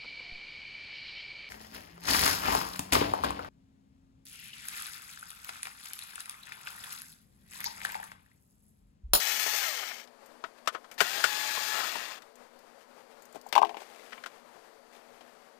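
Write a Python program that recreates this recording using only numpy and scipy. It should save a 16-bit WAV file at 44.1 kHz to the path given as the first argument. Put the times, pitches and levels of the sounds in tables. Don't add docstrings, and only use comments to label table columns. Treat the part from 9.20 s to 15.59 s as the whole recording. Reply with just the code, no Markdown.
import sys
import numpy as np
from scipy import signal
from scipy.fft import rfft, irfft
from scipy.io import wavfile

SR = 44100
rng = np.random.default_rng(int(sys.argv[2]) if len(sys.argv) > 2 else 0)


def put_to_file(sound):
    columns = np.atleast_2d(sound).T
    safe = np.clip(columns, -1, 1)
    whole_steps = np.round(safe * 32767)
    wavfile.write(sys.argv[1], SR, whole_steps.astype(np.int16))


N = 281799
T = np.arange(N) / SR


def amp(db):
    return 10 ** (np.asarray(db) / 20)


def unit(x):
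    return x / np.sqrt(np.mean(x ** 2) + 1e-20)


def add(mix, start_s, sound):
    part = mix[max(round(start_s * SR), 0):][:len(sound)]
    part += sound[:len(part)]


def drift(count, rate_hz):
    hz = np.fft.rfftfreq(count, 1 / SR)
    spectrum = rfft(rng.standard_normal(count)) * np.exp(-(hz / rate_hz) ** 2)
    return unit(irfft(spectrum, count))


def swells(rows, t):
    return sum(amp(db) * np.exp(-((t - middle) / half) ** 2) for middle, half, db in rows)


def colour_db(points, peaks, hz):
    point_hz, point_db = np.transpose(points)
    broad_db = np.interp(np.log(hz + 1), np.log(point_hz + 1), point_db)
    bumps = np.zeros_like(hz)
    for centre, width, level_db in peaks:
        bumps += amp(level_db) / (1 + (2 * (hz - centre) / width) ** 2)
    return broad_db + 20 * np.log10(1 + bumps)


def ring(x, points, peaks=(), bass_db=0, treble_db=0, size=4096):
    hz = abs(np.fft.fftfreq(size, 1 / SR))
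    bass_shelf = bass_db / (1 + (hz / 600) ** 3)
    treble_shelf = treble_db * hz ** 3 / (hz ** 3 + 4500 ** 3)
    db = colour_db(points, peaks, hz) + bass_shelf + treble_shelf
    log_gain = np.log(amp(np.maximum(db, -100)))
    response = np.fft.ifft(np.exp(np.conj(signal.hilbert(log_gain)))).real
    return signal.oaconvolve(x, response[:size // 2])[:len(x)]


def contact(level_db, t60, bass_db, treble_db, colour, peaks, rise, crack_db, tail_db, tail_t60, size=9000):
    t = np.arange(size) / SR
    scatter = amp(-60 * t / t60)
    crack = amp(crack_db) * np.exp(-t / 0.0012)
    tail = amp(tail_db - 60 * t / tail_t60)
    envelope = (scatter + crack + tail) * (1 - np.exp(-t / rise))
    hit = ring(envelope * rng.standard_normal(size), colour, peaks, bass_db, treble_db)
    return amp(level_db) * hit / np.sqrt(np.sum(hit ** 2) / (0.0097 * SR))


# pitch_hz, density_db (dB per Hz)
AIR_COLOUR = [(15, -10), (25, -37), (53, -32), (197, -17), (225, -6), (272, -16.5), (311, -8.5),
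              (356, -11.5), (465, -5), (754, -6), (1780, -14), (2390, -18.5), (2660, -20.5), (9630, -29),
              (15200, -34.5)]
# pitch_hz, width_hz, level_db (rms)
BLOWER_TONES = [(245, 13, -73.5), (444, 14, -74), (555, 35, -72), (680, 15, -76.5), (4620, 1000, -79.5)]


def ventilation(air_db=-59.15, swell_db=1.4):
    air = unit(ring(rng.standard_normal(N), AIR_COLOUR, size=8192))
    out = air * amp(air_db + swell_db * drift(N, 11))
    for hz, width, level_db in BLOWER_TONES:
        phase = 2 * np.pi * hz * T
        wavering = drift(N, width / 2) * np.cos(phase) + drift(N, width / 2) * np.sin(phase)
        out += amp(level_db) * wavering
    return out


def cabin_boom(x, hz=66, width=20, gain_db=4.0):
    band = [hz - width / 2, hz + width / 2]
    return amp(gain_db) * signal.sosfilt(signal.butter(2, band, "band", fs=SR, output="sos"), x)


# middle_s, half_length_s, level_db
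STROKES = [(1.385, 0.015, -60.5), (1.462, 0.0072, -54), (1.538, 0.013, -49.5), (3.62, 0.029, -62),
           (3.92, 0.019, -61), (4.61, 0.033, -54.5), (4.82, 0.25, -56), (5.14, 0.072, -67),
           (5.755, 0.033, -58), (6.05, 0.25, -66)]
# pitch_hz, density_db (dB per Hz)
SLIDE_COLOUR = [(150, -41), (400, 4.5), (1100, -1), (2200, -1), (3500, -6), (6000, -10.5), (9000, -14),
                (15000, -19)]


def sliding(grain_db=2.0):
    grains = rng.standard_normal(N) * amp(grain_db * drift(N, 270))
    return unit(ring(grains, SLIDE_COLOUR)) * swells(STROKES, T)


# start_s, level_db, ring_hz
TICKS = [(1.06, -57.5, 13000), (1.741, -56, 2300), (3.155, -58, 6500), (3.389, -62.5, 5400),
         (4.022, -56.5, 7060), (4.053, -57, 6850), (4.126, -58, 7240), (4.213, -56.5, 4870),
         (4.267, -58, 7000), (4.288, -53, 4760)]
# pitch_hz, density_db (dB per Hz)
CLACK_COLOUR = [(35, -31), (60, -29), (383, -4.5), (622, -5), (1040, -3), (1500, -1), (2740, -7),
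                (3080, -6), (4560, -13), (8720, -21.5), (9570, -26), (15200, -22.5)]


def ticks(t60=0.05, bass_db=-6, treble_db=30, ring_width=700, ring_db=4):
    out = np.zeros(N)
    for start_s, level_db, hz in TICKS:
        tick = contact(level_db, t60, bass_db, treble_db, CLACK_COLOUR, [(hz, ring_width, ring_db)],
                       rise=0.0005, crack_db=-1, tail_db=-38, tail_t60=0.112)
        add(out, start_s, tick)
    return out


# start_s (of the blow's centre), level_db, pitch_hz
THUMPS = [(4.1595, -34.5, 706), (4.2655, -36.5, 810), (4.3555, -22.5, 846), (4.3632, -9, 900),
          (4.379, -6.5, 910), (4.4188, -11.5, 880), (4.4326, -9.5, 960), (4.4555, -25.5, 910),
          (4.495, -34, 865), (4.513, -34.5, 794), (4.546, -32.5, 870), (4.570, -32.5, 880),
          (4.62, -39, 800)]
# delay_s, level_db (over the blow)
WALLS = [(.0053, -9.5), (.0099, -13), (0.0154, -17.5)]
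# pitch_hz, level_db (over the blow), t60_s
CONSOLE_MODES = [(240, -47.5, 0.29), (336, -38.5, 0.23), (423, -34, 0.29), (687, -30, 0.32),
                 (772, -15, 0.083), (920, -41, 0.14), (900, -31, 0.11), (1079, -26.5, 0.27),
                 (1565, -24, 0.049)]


def console(swell_s=0.00099, lead_s=0.0035, size=14000):
    t = np.arange(size) / SR - lead_s
    after = np.maximum(t, 0)
    out = np.zeros(N)
    for start_s, level_db, hz in THUMPS:
        thump = np.zeros(size)
        for f, mode_db, t60 in CONSOLE_MODES:
            thump += amp(mode_db - 60 * after / t60) * np.sin(2 * np.pi * (f * after + rng.random()))
        thump *= 1 - np.exp(-after / 0.0018)
        for delay, wall_db in [(0.00031, 0)] + WALLS:
            bell = np.exp(-0.5 * ((t - delay) / swell_s) ** 2)
            thump += amp(wall_db) * bell * np.cos(2 * np.pi * hz * (t - delay))
        add(out, start_s - lead_s, amp(level_db) * thump)
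    return out


# start_s, level_db
RATTLES = [(4.3263, -29.5), (4.338, -42.5), (4.3528, -29), (4.363, -34.5), (4.3787, -31), (4.416, -41.5),
           (4.425, -37), (4.4482, -40.5), (4.469, -47.5), (4.4934, -44.5), (4.5441, -48.5), (4.569, -43.5)]
# pitch_hz, density_db (dB per Hz)
RATTLE_COLOUR = [(90, -36), (200, -13.5), (760, 3), (1500, -4), (2700, 0.5), (5250, -8.5), (7000, -15.5),
                 (11000, -22.5), (15200, -20)]


def rattles(t60=0.061, middling_db=-36, bass_db=3, thinning=1.0, brightening=0.27):
    out = np.zeros(N)
    for start_s, level_db in RATTLES:
        force_db = level_db - middling_db
        hit = contact(level_db, t60, bass_db - thinning * force_db, brightening * force_db,
                      RATTLE_COLOUR, [(2560, 1100, -4.5)],
                      rise=0.00023, crack_db=4.5, tail_db=-27, tail_t60=0.12)
        add(out, start_s, hit)
    return out


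# middle_s, half_length_s, level_db, ring_hz
CHATTER = [(0.276, 0.015, -35.5, 900), (.345, 0.021, -39, 1800), (0.442, 0.019, -44, 1820),
           (0.601, 0.0085, -47, 2150), (0.634, 0.0091, -39.5, 3000), (0.713, 0.0095, -43.5, 2450),
           (1.975, 0.035, -41, 720), (2.599, 0.1, -38.5, 1320), (2.84, 0.14, -51.5, 1250)]
# pitch_hz, width_hz, level_db (over the contact)
DASH = [(659, 74, 7), (1050, 18, 7.5), (1301, 41, 1), (1473, 47, 1.5), (1807, 60, -4), (1920, 46, -3.5),
        (3020, 64, -2.5)]


def chatter(ring_width=160, ring_db=5, middle_hz=1000, thinning_db=9, treble_db=-8):
    out = np.zeros(N)
    for *burst, hz in CHATTER:
        taps = rng.standard_normal(N) * (rng.random(N) < 900 / SR)
        bass_db = -thinning_db * np.log2(hz / middle_hz)
        peaks = DASH + [(hz, ring_width, ring_db)]
        out += swells([burst], T) * unit(ring(taps, CLACK_COLOUR, peaks, bass_db, treble_db))
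    return out


# start_s, level_db, bass_db, treble_db, ring_hz (of the struck part)
CLACKS = [(0.874, -57, -12, 8, 5000), (1.2387, -34.5, 2.5, -6, 1170), (1.474, -24.5, -7.5, 5, 1250),
          (1.5476, -34.5, 3, -7, 1240), (1.643, -51.5, 2, 1, 1300), (1.7133, -46, 7, 16, 2320),
          (1.8042, -20, -20, 5.5, 1930), (1.8098, -22.5, 9, 13, 1550), (2.0396, -19, -3.5, 9.5, 1490),
          (2.371, -35, 7, -7, 1040), (2.754, -35.5, 3, -6, 930), (3.02, -53.5, -24, 10, 3600),
          (4.146, -49, 21, 15, 613), (4.155, -45.5, 18.5, 13.5, 298), (4.922, -46.5, -14, -4, 2090),
          (4.9292, -43, -40, -4, 2060), (4.9773, -48, -8, -17, 2330), (5.037, -42, -20, -1, 1610),
          (5.0599, -39, 0, 7, 1470), (6.008, -51.5, 7, 5, 625)]
CLACK_T60_S, BASS_DB_PER_DOUBLING = 0.067, 37
CRISP_HZ, TREBLE_DB_PER_OCTAVE = 9500, 28


def clacks(ring_width=200, ring_db=7):
    out = np.zeros(N)
    for start_s, level_db, bass_db, treble_db, hz in CLACKS:
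        t60 = CLACK_T60_S * 2 ** (bass_db / BASS_DB_PER_DOUBLING)
        peaks = DASH + [(hz, ring_width, ring_db)]
        hit = contact(level_db, t60, bass_db, treble_db, CLACK_COLOUR, peaks,
                      rise=0.00073, crack_db=-14, tail_db=-49, tail_t60=0.1)
        top_hz = min(CRISP_HZ * 2 ** (treble_db / TREBLE_DB_PER_OCTAVE), SR / 2 - 1000)
        add(out, start_s, signal.lfilter(*signal.butter(2, top_hz, fs=SR), hit))
    return out


# delay_s, gain (signed)
MIRRORS = [(.0012, 0.22), (.002, -0.17), (.00245, 0.072), (.00415, -0.16), (.0047, 0.13), (.0059, 0.027),
           (.007, 0.088)]


def mirrored(x, sway=0.03):
    t = np.arange(len(x)) / SR
    out = x.copy()
    for delay, gain in MIRRORS:
        swaying_delay = delay * (1 + sway * drift(len(x), 3.14))
        out += gain * np.interp(t - swaying_delay, t, x, left=0)
    return out


KICK, KICK_S, SPIN_UP_S = 0.56, 0.004, 0.09
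DRAG_S = 1.3


def motor_speed(t, on, off, top_hz, friction):
    powered = np.minimum(t, off) - on
    leap = 1 - np.exp(-powered / KICK_S)
    creep = 1 - (1 - KICK) * np.exp(-powered / SPIN_UP_S)
    brake = friction * DRAG_S / top_hz
    coast = np.exp(-np.maximum(t - off, 0) / DRAG_S)
    return np.maximum((leap * creep + brake) * coast - brake, 1e-6)


# pressed_s, released_s, top_mesh_hz, friction (Hz per s), rattle_db,
# rattle_fall_db (per tenfold slowing), whine_db, whine_release_db (gained on release)
RUNS = [(-.5, .383, 851, 1469, -32, 14, -52.5, 6.5), (1.779, 2.598, 856, 1847, -35.5, 9.5, -47, -1)]
# multiple (of the mesh rate), level_db
FREE_WHINE = [(1, 0), (2, -2), (3, -11), (4, -12)]
SCREW_WHINE = [(1, 0), (2, 1.5), (3, -10), (6, -12), (8, -13)]
# pitch_hz, density_db (dB per Hz)
FREE_COLOUR = [(60, -38.5), (250, -27.5), (480, -12.5), (700, -8.5), (980, -9), (1700, -6), (3500, -3.5),
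               (6500, -5), (10000, -12), (15200, -7)]
SCREW_COLOUR = [(40, -31), (150, -27), (300, -13), (600, -10), (1800, -2.5), (4500, -5.5), (5900, -8.5),
                (7500, -11), (10500, -16), (15200, -15.5)]
# pitch_hz, width_hz, level_db (over the rattle)
FREE_SHELL = [(1350, 110, 1.5), (1850, 65, 4), (2124, 240, 5.5), (2990, 125, 2.5), (4140, 130, -20),
              (4580, 84, -2), (5520, 160, 0), (6310, 90, 2), (6700, 85, -11), (6700, 61, -11),
              (13900, 1800, -5)]
SCREW_SHELL = [(1047, 51, -10), (1900, 45, 1), (2280, 52, -8), (2760, 67, -2), (3480, 51, -3),
               (3930, 80, -5), (4640, 150, -5.5), (5250, 70, -13), (5070, 110, -5), (6490, 50, 4),
               (6900, 74, -12), (7000, 55, 4), (14200, 1400, 0.5)]
KNOCKS_PER_TOOTH = 3.5
WHINE_FALL_DB, RELEASE_S = 66, 0.017


def screwdriver(run, overtones, colour, shell, dulling_db, swell_db, flutter, count=58000):
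    on, off, top_hz, friction, top_db, fall_db, top_whine_db, release_db = run
    t = max(on, 0) + np.arange(count) / SR
    speed = motor_speed(t, on, off, top_hz, friction)
    mesh_hz = top_hz * speed
    turns = np.cumsum(mesh_hz * (1 + flutter * drift(count, 44))) / SR

    chance = KNOCKS_PER_TOOTH * np.maximum(mesh_hz, 100) / SR
    knocks = rng.standard_normal(count) * (rng.random(count) < chance) / np.sqrt(chance)
    brushes = rng.standard_normal(count) * (1 + 0.28 * np.cos(2 * np.pi * turns))
    flaws = np.zeros(count)
    for k in range(4, 28):
        flaws += rng.rayleigh() * np.cos(2 * np.pi * (k * turns / 3 + rng.random()))
    flaws = unit(flaws * np.sqrt(speed))
    strikes = 0.63 * knocks + 0.89 * brushes + amp(-9) / 2 * flaws
    rattle = unit(mirrored(ring(strikes, colour, shell)))

    dull = signal.lfilter(*signal.butter(1, 4500, fs=SR), rattle)
    rattle = dull + (rattle - dull) * amp(-dulling_db * (1 - speed))
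    rattle *= amp(top_db + fall_db * np.log10(speed) + swell_db * drift(count, 44))

    coasting = 1 - np.exp(-np.maximum(t - off, 0) / RELEASE_S)
    whine_db = top_whine_db + release_db * coasting - WHINE_FALL_DB * (1 - speed) ** 2
    whine = np.zeros(count)
    for k, db in overtones:
        whine += amp(db + 1.5 * drift(count, 14)) * np.sin(2 * np.pi * (k * turns + rng.random()))
    out = np.zeros(N)
    add(out, t[0], rattle + amp(whine_db) * whine)
    return out


def scene():
    free = screwdriver(RUNS[0], FREE_WHINE, FREE_COLOUR, FREE_SHELL,
                       dulling_db=11.5, swell_db=1.16, flutter=0.00655)
    unscrewing = screwdriver(RUNS[1], SCREW_WHINE, SCREW_COLOUR, SCREW_SHELL,
                             dulling_db=8, swell_db=0.2, flutter=0.0015)
    dashboard = unscrewing + chatter() + clacks()
    background = ventilation() + cabin_boom(dashboard)
    handling = sliding() + ticks() + console() + rattles()
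    mono = background + handling + dashboard + free
    return np.array([2 * mono, np.zeros(N)])


def record(dry, ceiling=0.96, edge_hz=15330):
    clipped = np.clip(dry, -ceiling, ceiling)
    lowpass = signal.firwin(1023, edge_hz, window=("kaiser", 9), fs=SR)
    return signal.oaconvolve(clipped, lowpass[None], "same", axes=1)


dry = scene()
out = record(dry)
put_to_file(out)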